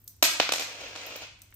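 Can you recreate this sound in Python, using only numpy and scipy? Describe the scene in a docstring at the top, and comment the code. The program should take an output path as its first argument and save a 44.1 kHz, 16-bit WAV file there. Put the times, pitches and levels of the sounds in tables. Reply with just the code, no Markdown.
"""First come a few light clicks over a low hum: screws touching in a hand.
Then a small steel washer falls on a wooden floor, bounces, and rolls on its rim,
wobbling faster and faster until it lies flat. Each contact knocks the board and rings the washer.
A bare, lively room echoes around a close stereo microphone."""
import sys
import numpy as np
from scipy import signal
from scipy.fft import rfft, irfft
from scipy.io import wavfile

SR = 44100
rng = np.random.default_rng(int(sys.argv[2]) if len(sys.argv) > 2 else 0)


def transcribe(signal):
    """Save signal, clipped to [-1, 1], as a 16-bit WAV file at the path in sys.argv[1]."""
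    frames = np.atleast_2d(signal).T
    limited = np.clip(frames, -1, 1)
    pcm = np.round(limited * 32767).astype(np.int16)
    wavfile.write(sys.argv[1], SR, pcm)


N = 68355
FFT_SIZE = 110592
TIME_S = np.arange(N) / SR
FREQ_HZ = np.maximum(np.fft.rfftfreq(FFT_SIZE, 1 / SR), 1)


def undb(db):
    """Turn decibels into a gain."""
    return 10 ** (np.asarray(db) / 20)


def curve(points):
    """Join (pitch_hz, value) points into a curve over all pitches."""
    hz, value = np.array(points).T
    return np.interp(np.log(FREQ_HZ), np.log(hz), value)


def shape(x, gain):
    """Filter with one gain for each pitch."""
    return irfft(rfft(x, FFT_SIZE) * gain)[..., :N]


def colour(x, points):
    """Filter by (pitch_hz, level_db) points, with no ringing ahead of the sound."""
    cepstrum = irfft(np.log(undb(curve(points))))[:FFT_SIZE // 2]
    cepstrum[1:] *= 2
    return shape(x, np.exp(rfft(cepstrum, FFT_SIZE)))


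def through(x, response):
    """Play a sound through something, given its response to one tap."""
    return shape(x, rfft(response, FFT_SIZE))


def band(x, hz, kind, order):
    """Keep only the low pitches, or a band of pitches."""
    return signal.lfilter(*signal.butter(order, hz, kind, fs=SR), x + 1e-18)


def fade(decay_s):
    """Die away by 60 dB in decay_s seconds."""
    return np.exp(-np.log(1000) * TIME_S / decay_s)


def unit(x):
    """Scale each channel to an energy of one."""
    return x / np.sqrt(np.sum(x ** 2, axis=-1, keepdims=True))


def add(out, start_s, db, sound):
    """Mix a short sound in at a time and level."""
    span = out[..., int(start_s * SR):][..., :sound.shape[-1]]
    span += undb(db) * sound[..., :span.shape[-1]]


def burst(noise, envelope, count=4096):
    """A random snatch of noise whose loudness follows the envelope."""
    start = rng.integers(N - count)
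    return unit(noise[:, start:start + count] * envelope[:count])


def ringing(tones, count=N):
    """A struck object rings with fading tones; each level sets a tone's energy."""
    t = TIME_S[:min(count, N // 10)]
    ring = 0
    for hz, db, decay_s in tones:
        ring += undb(db) * unit(np.cos(2 * np.pi * hz * t) * fade(decay_s)[:len(t)])
    return np.pad(ring, (0, count - len(t)))


# How alike left and right are: pitch_hz, likeness (0 to 1)
STEREO_LIKENESS = [(100, 0.9), (400, 0.71), (800, 0.31), (1500, 0.12), (16000, 0)]
def stereo_noise(width=1):
    """Noise that is alike on both sides in the bass and less so in the treble."""
    apart = np.clip((1 - curve(STEREO_LIKENESS)) * width, 0, 1) / 2
    mid, side = rng.standard_normal((2, N))
    return shape(mid, np.sqrt(1 - apart)) + shape(side, np.sqrt(apart)) * np.array([[1], [-1]])


# Tone of the room's rumble: pitch_hz, level_db
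RUMBLE_COLOUR = [(25, -12), (50, 0), (80, 2), (130, -7), (250, -11), (500, -24), (1500, -26), (4000, -29),
                 (6000, -27), (9000, -28), (16000, -44)]
def background(rumble_db=-63, hum_hz=102, hum_db=-64):
    """Low room rumble with a mains hum."""
    rumble = unit(shape(stereo_noise(), undb(curve(RUMBLE_COLOUR)))) * np.sqrt(N)
    hum = np.sqrt(2) * np.sin(2 * np.pi * hum_hz * TIME_S)
    return undb(rumble_db) * rumble + undb(hum_db) * hum


# How long the room's echo lasts: pitch_hz, decay_s
ROOM_DECAY = [(200, 0.46), (530, .55), (1400, .63), (3700, .58), (9000, .47), (15000, 0.2)]
def room(delay_s=.012, early_db=-8):
    """The walls answer a tap with early echoes and a long tail that dies sooner in the treble."""
    noise, tail = stereo_noise(), 0
    for hz, decay_s in ROOM_DECAY:
        this_band = curve([(pitch, float(pitch == hz)) for pitch, _ in ROOM_DECAY])
        tail += shape(noise, this_band) * unit(fade(decay_s))
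    early = undb(early_db) * unit(stereo_noise() * fade(decay_s=.13))
    return through(signal.unit_impulse(N, int(delay_s * SR)), tail + early)


# Tones a screw rings with: pitch_hz, level_db, decay_s
SCREW_TONES = [(6000, -21, .12), (7900, -21, .05), (12740, -16, .03), (13280, -15, .03), (15200, -16, .03)]
# Screws touching in the palm: start_s, level_db, lowest_hz, highest_hz
SCREW_CLICKS = [(0.002, -33, 11000, 15000), (0.016, -32, 11000, 15000), (0.042, -23, 11000, 15000),
                (0.0775, -11, 5300, 14000), (0.086, -22, 9000, 15000), (0.094, -24, 10000, 15000),
                (0.165, -32, 11000, 15000), (0.884, -34, 12000, 15000), (1.065, -15, 12000, 15500),
                (1.1623, -15, 9000, 15500), (1.392, -40, 8000, 14000), (1.4180, -18, 4500, 14000),
                (1.505, -37, 8000, 14000), (1.515, -36, 5000, 12000), (1.5243, -18, 1400, 2600),
                (1.5415, -19, 10000, 15500)]
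def screws(echo_db=-7):
    """Small bright clicks of steel on steel, damped by the hand, and their echo."""
    clicks, noise = np.zeros((2, N)), stereo_noise(width=.7)
    ring = ringing(SCREW_TONES, count=4096)
    for start_s, db, low_hz, high_hz in SCREW_CLICKS:
        click = burst(noise, fade(decay_s=.025)) + ring
        add(clicks, start_s, db, band(click, [low_hz, high_hz], "band", order=2))
    return clicks + undb(echo_db) * through(clicks, room())


# Tones the floorboard rings with: pitch_hz, level_db, decay_s
BOARD_TONES = [(318, -7, 0.12), (525, -3, .03), (618.7, -1, .03), (729.3, -1, .03), (961, -9.5, .03),
               (1423, -3, .03), (2278, -7, .025), (2514.6, 2, .025), (2952, -3, .025), (3427, -4, .02),
               (4124, -4, .02), (5097, -6, 0.038)]
# Tone of the first crack as the board bends: pitch_hz, level_db
CRACK_COLOUR = [(40, -18), (130, -11), (260, 5), (650, 12), (1200, 9), (2000, 4), (4000, 6), (7000, 9),
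                (10000, 6), (15000, 4)]
def floor_knock(force, ring_db=-7, bend_delay_s=.0013, right_delay_s=.00006):
    """The board cracks and rings; the sound reaches the left of the microphone first."""
    crack = colour(signal.unit_impulse(N), CRACK_COLOUR)
    ring = undb(ring_db) * ringing(BOARD_TONES)
    # Bending waves carry treble faster than bass; bend_delay_s is the delay at 1000 Hz.
    bend = np.exp(-4j * np.pi * bend_delay_s * np.sqrt(FREQ_HZ * 1000))
    left = shape(crack + ring, bend)
    right = shape(left, np.exp(-2j * np.pi * FREQ_HZ * right_delay_s))
    return through(force, np.array([left, right]))


# Tone of the floor's echo in the room: pitch_hz, level_db
ECHO_COLOUR = [(50, -12), (130, -7), (280, 5), (600, 6), (1200, 12), (1750, 13), (2400, 17), (3300, 15),
               (4500, 16), (6500, 16), (9000, 11), (12500, 6), (16000, 8)]
def floor_echo(bounces, roll, walls, roll_db=-1, board_db=-25):
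    """Bounces and rolling echo round the room with a little of the board's ring."""
    echo = through(bounces, walls) + undb(roll_db) * through(roll, room())
    board_ring = undb(board_db) * through(echo, ringing(BOARD_TONES))
    return colour(echo + board_ring, ECHO_COLOUR)


# Tone of the waves scattered in the planks: pitch_hz, level_db
PLANK_COLOUR = [(100, -16), (400, 4), (1000, 12), (1800, 12), (2600, 15), (5000, 15), (7500, 15),
                (10000, 9), (15000, 8)]
def plank_scatter(bounces, roll, rise_s=.0014):
    """Each contact scatters through the planks as a short puff of noise."""
    noise = stereo_noise(width=1.1)
    envelope = fade(decay_s=.026) * (1 - np.exp(-TIME_S / rise_s))
    planks = through(roll, burst(noise, envelope))
    for start_s, db, brightness_hz, _, _ in bounces:
        add(planks, start_s, db, band(burst(noise, envelope), brightness_hz, "low", order=3))
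    return colour(planks, PLANK_COLOUR)


# The washer's own high tones: pitch_hz, level_db, decay_s
WASHER_TONES = [(12470, -14, .3), (12600, -18, .13), (12698, 0, .33), (12724, -9, .28)]
def washer_ring(taps, walls, ring_db=-24, echo_db=-5):
    """Taps on its edge make the steel ring, and the walls echo it."""
    tones = sum(undb(ring_db + db) * np.sin(2 * np.pi * hz * TIME_S) * fade(decay_s)
                for hz, db, decay_s in WASHER_TONES)
    ring = through(taps, tones)
    return ring + undb(echo_db) * through(ring, walls)


# How the rolling swells and fades: time_s, level_db
ROLL_LEVELS = [(0.578, -30), (0.63, -10), (0.69, -5), (0.749, -4), (0.775, -4.5), (0.805, 1), (0.87, -2),
               (0.942, -6.5), (1.005, -1.5), (1.06, -1), (1.14, -1.5), (1.194, -8), (1.217, 2), (1.241, -2),
               (1.262, -30)]
# Tone of the rolling force: pitch_hz, level_db
RIM_COLOUR = [(100, -1), (300, -1), (560, 1), (1100, -1), (1800, -2), (2400, 1), (3400, -1), (4600, -5),
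              (6500, -7), (9000, -17), (15000, -21)]
def rolling(level_db=-40.5, contacts_per_s=3000, uneven_db=3, wobble_hz=(20, 69.84), wobble_db=2.5):
    """The rim makes tiny contacts with the wood grain that throb with a quickening wobble."""
    times_s, levels_db = np.array(ROLL_LEVELS).T
    swell_db = np.interp(TIME_S, times_s, levels_db)
    rate_hz = np.interp(TIME_S, [times_s[0], times_s[-1]], wobble_hz)
    throb_db = wobble_db * np.sin(2 * np.pi * np.cumsum(rate_hz) / SR)
    touching = (rng.random(N) < contacts_per_s / SR) & (TIME_S > times_s[0])
    strength = undb(uneven_db * rng.uniform(-.92, 1, N)) * rng.choice([-1, 1], N)
    force = touching * strength * undb(level_db + throb_db + swell_db)
    return colour(force, RIM_COLOUR)


# Washer landings; the first hits with one edge, then the other:
# start_s, level_db, brightness_hz, ring_db, extra_echo_db
LANDINGS = [(0.2250, -1, 10000, -10, 0), (0.22814, -5.5, 11000, 0, 3), (0.3991, 0.5, 4800, -26, -3),
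            (0.4906, -9, 4500, -32, -4), (0.5210, -7, 10500, -20, -4), (0.5358, -12, 8000, -21, -3),
            (0.5583, -17, 7000, -27, -2), (0.5815, -18, 7000, -27, -1), (0.5956, -17, 7500, -25, 0),
            (0.6033, -20, 7500, -27, 0), (0.6098, -20, 7500, -28, 0), (0.6203, -20, 6800, -29, -1),
            (0.9530, -25, 4900, -42, 0), (0.9595, -23, 6500, -42, 0), (1.1580, -25, 6000, -42, 0)]
def washer(roll_ring_db=-24):
    """The washer bounces and rolls, sounding floor, room and itself; each hit has its own brightness."""
    roll, tap = rolling(), signal.unit_impulse(256)
    on_floor, into_room = roll.copy(), np.zeros(N)
    on_edge = undb(roll_ring_db) * roll
    for start_s, db, brightness_hz, ring_db, extra_echo_db in LANDINGS:
        push = band(tap, brightness_hz, "low", order=3)
        add(on_floor, start_s, db, push)
        add(into_room, start_s, db + extra_echo_db, push)
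        add(on_edge, start_s, ring_db, tap)
    planks = plank_scatter(LANDINGS, roll)
    walls = room()
    echo = floor_echo(into_room, roll, walls)
    return floor_knock(on_floor) + planks + echo + washer_ring(on_edge, walls)


def scene():
    """Washer and screws over the room's hum."""
    return washer() + screws() + background()


# Overall tone: pitch_hz, level_db
TREBLE_COLOUR = [(9000, 0), (9800, -4.5), (10400, -12), (11600, -21), (12400, 1), (15500, 3.5),
                 (16300, -20)]
def record(dry):
    """The whole sound has a dip in the high treble and cuts off above 16200 Hz."""
    top_cut = signal.ellip(8, .2, 70, 16200, fs=SR, output="sos")
    return signal.sosfilt(top_cut, colour(dry, TREBLE_COLOUR))


dry = scene()
out = record(dry)
transcribe(out)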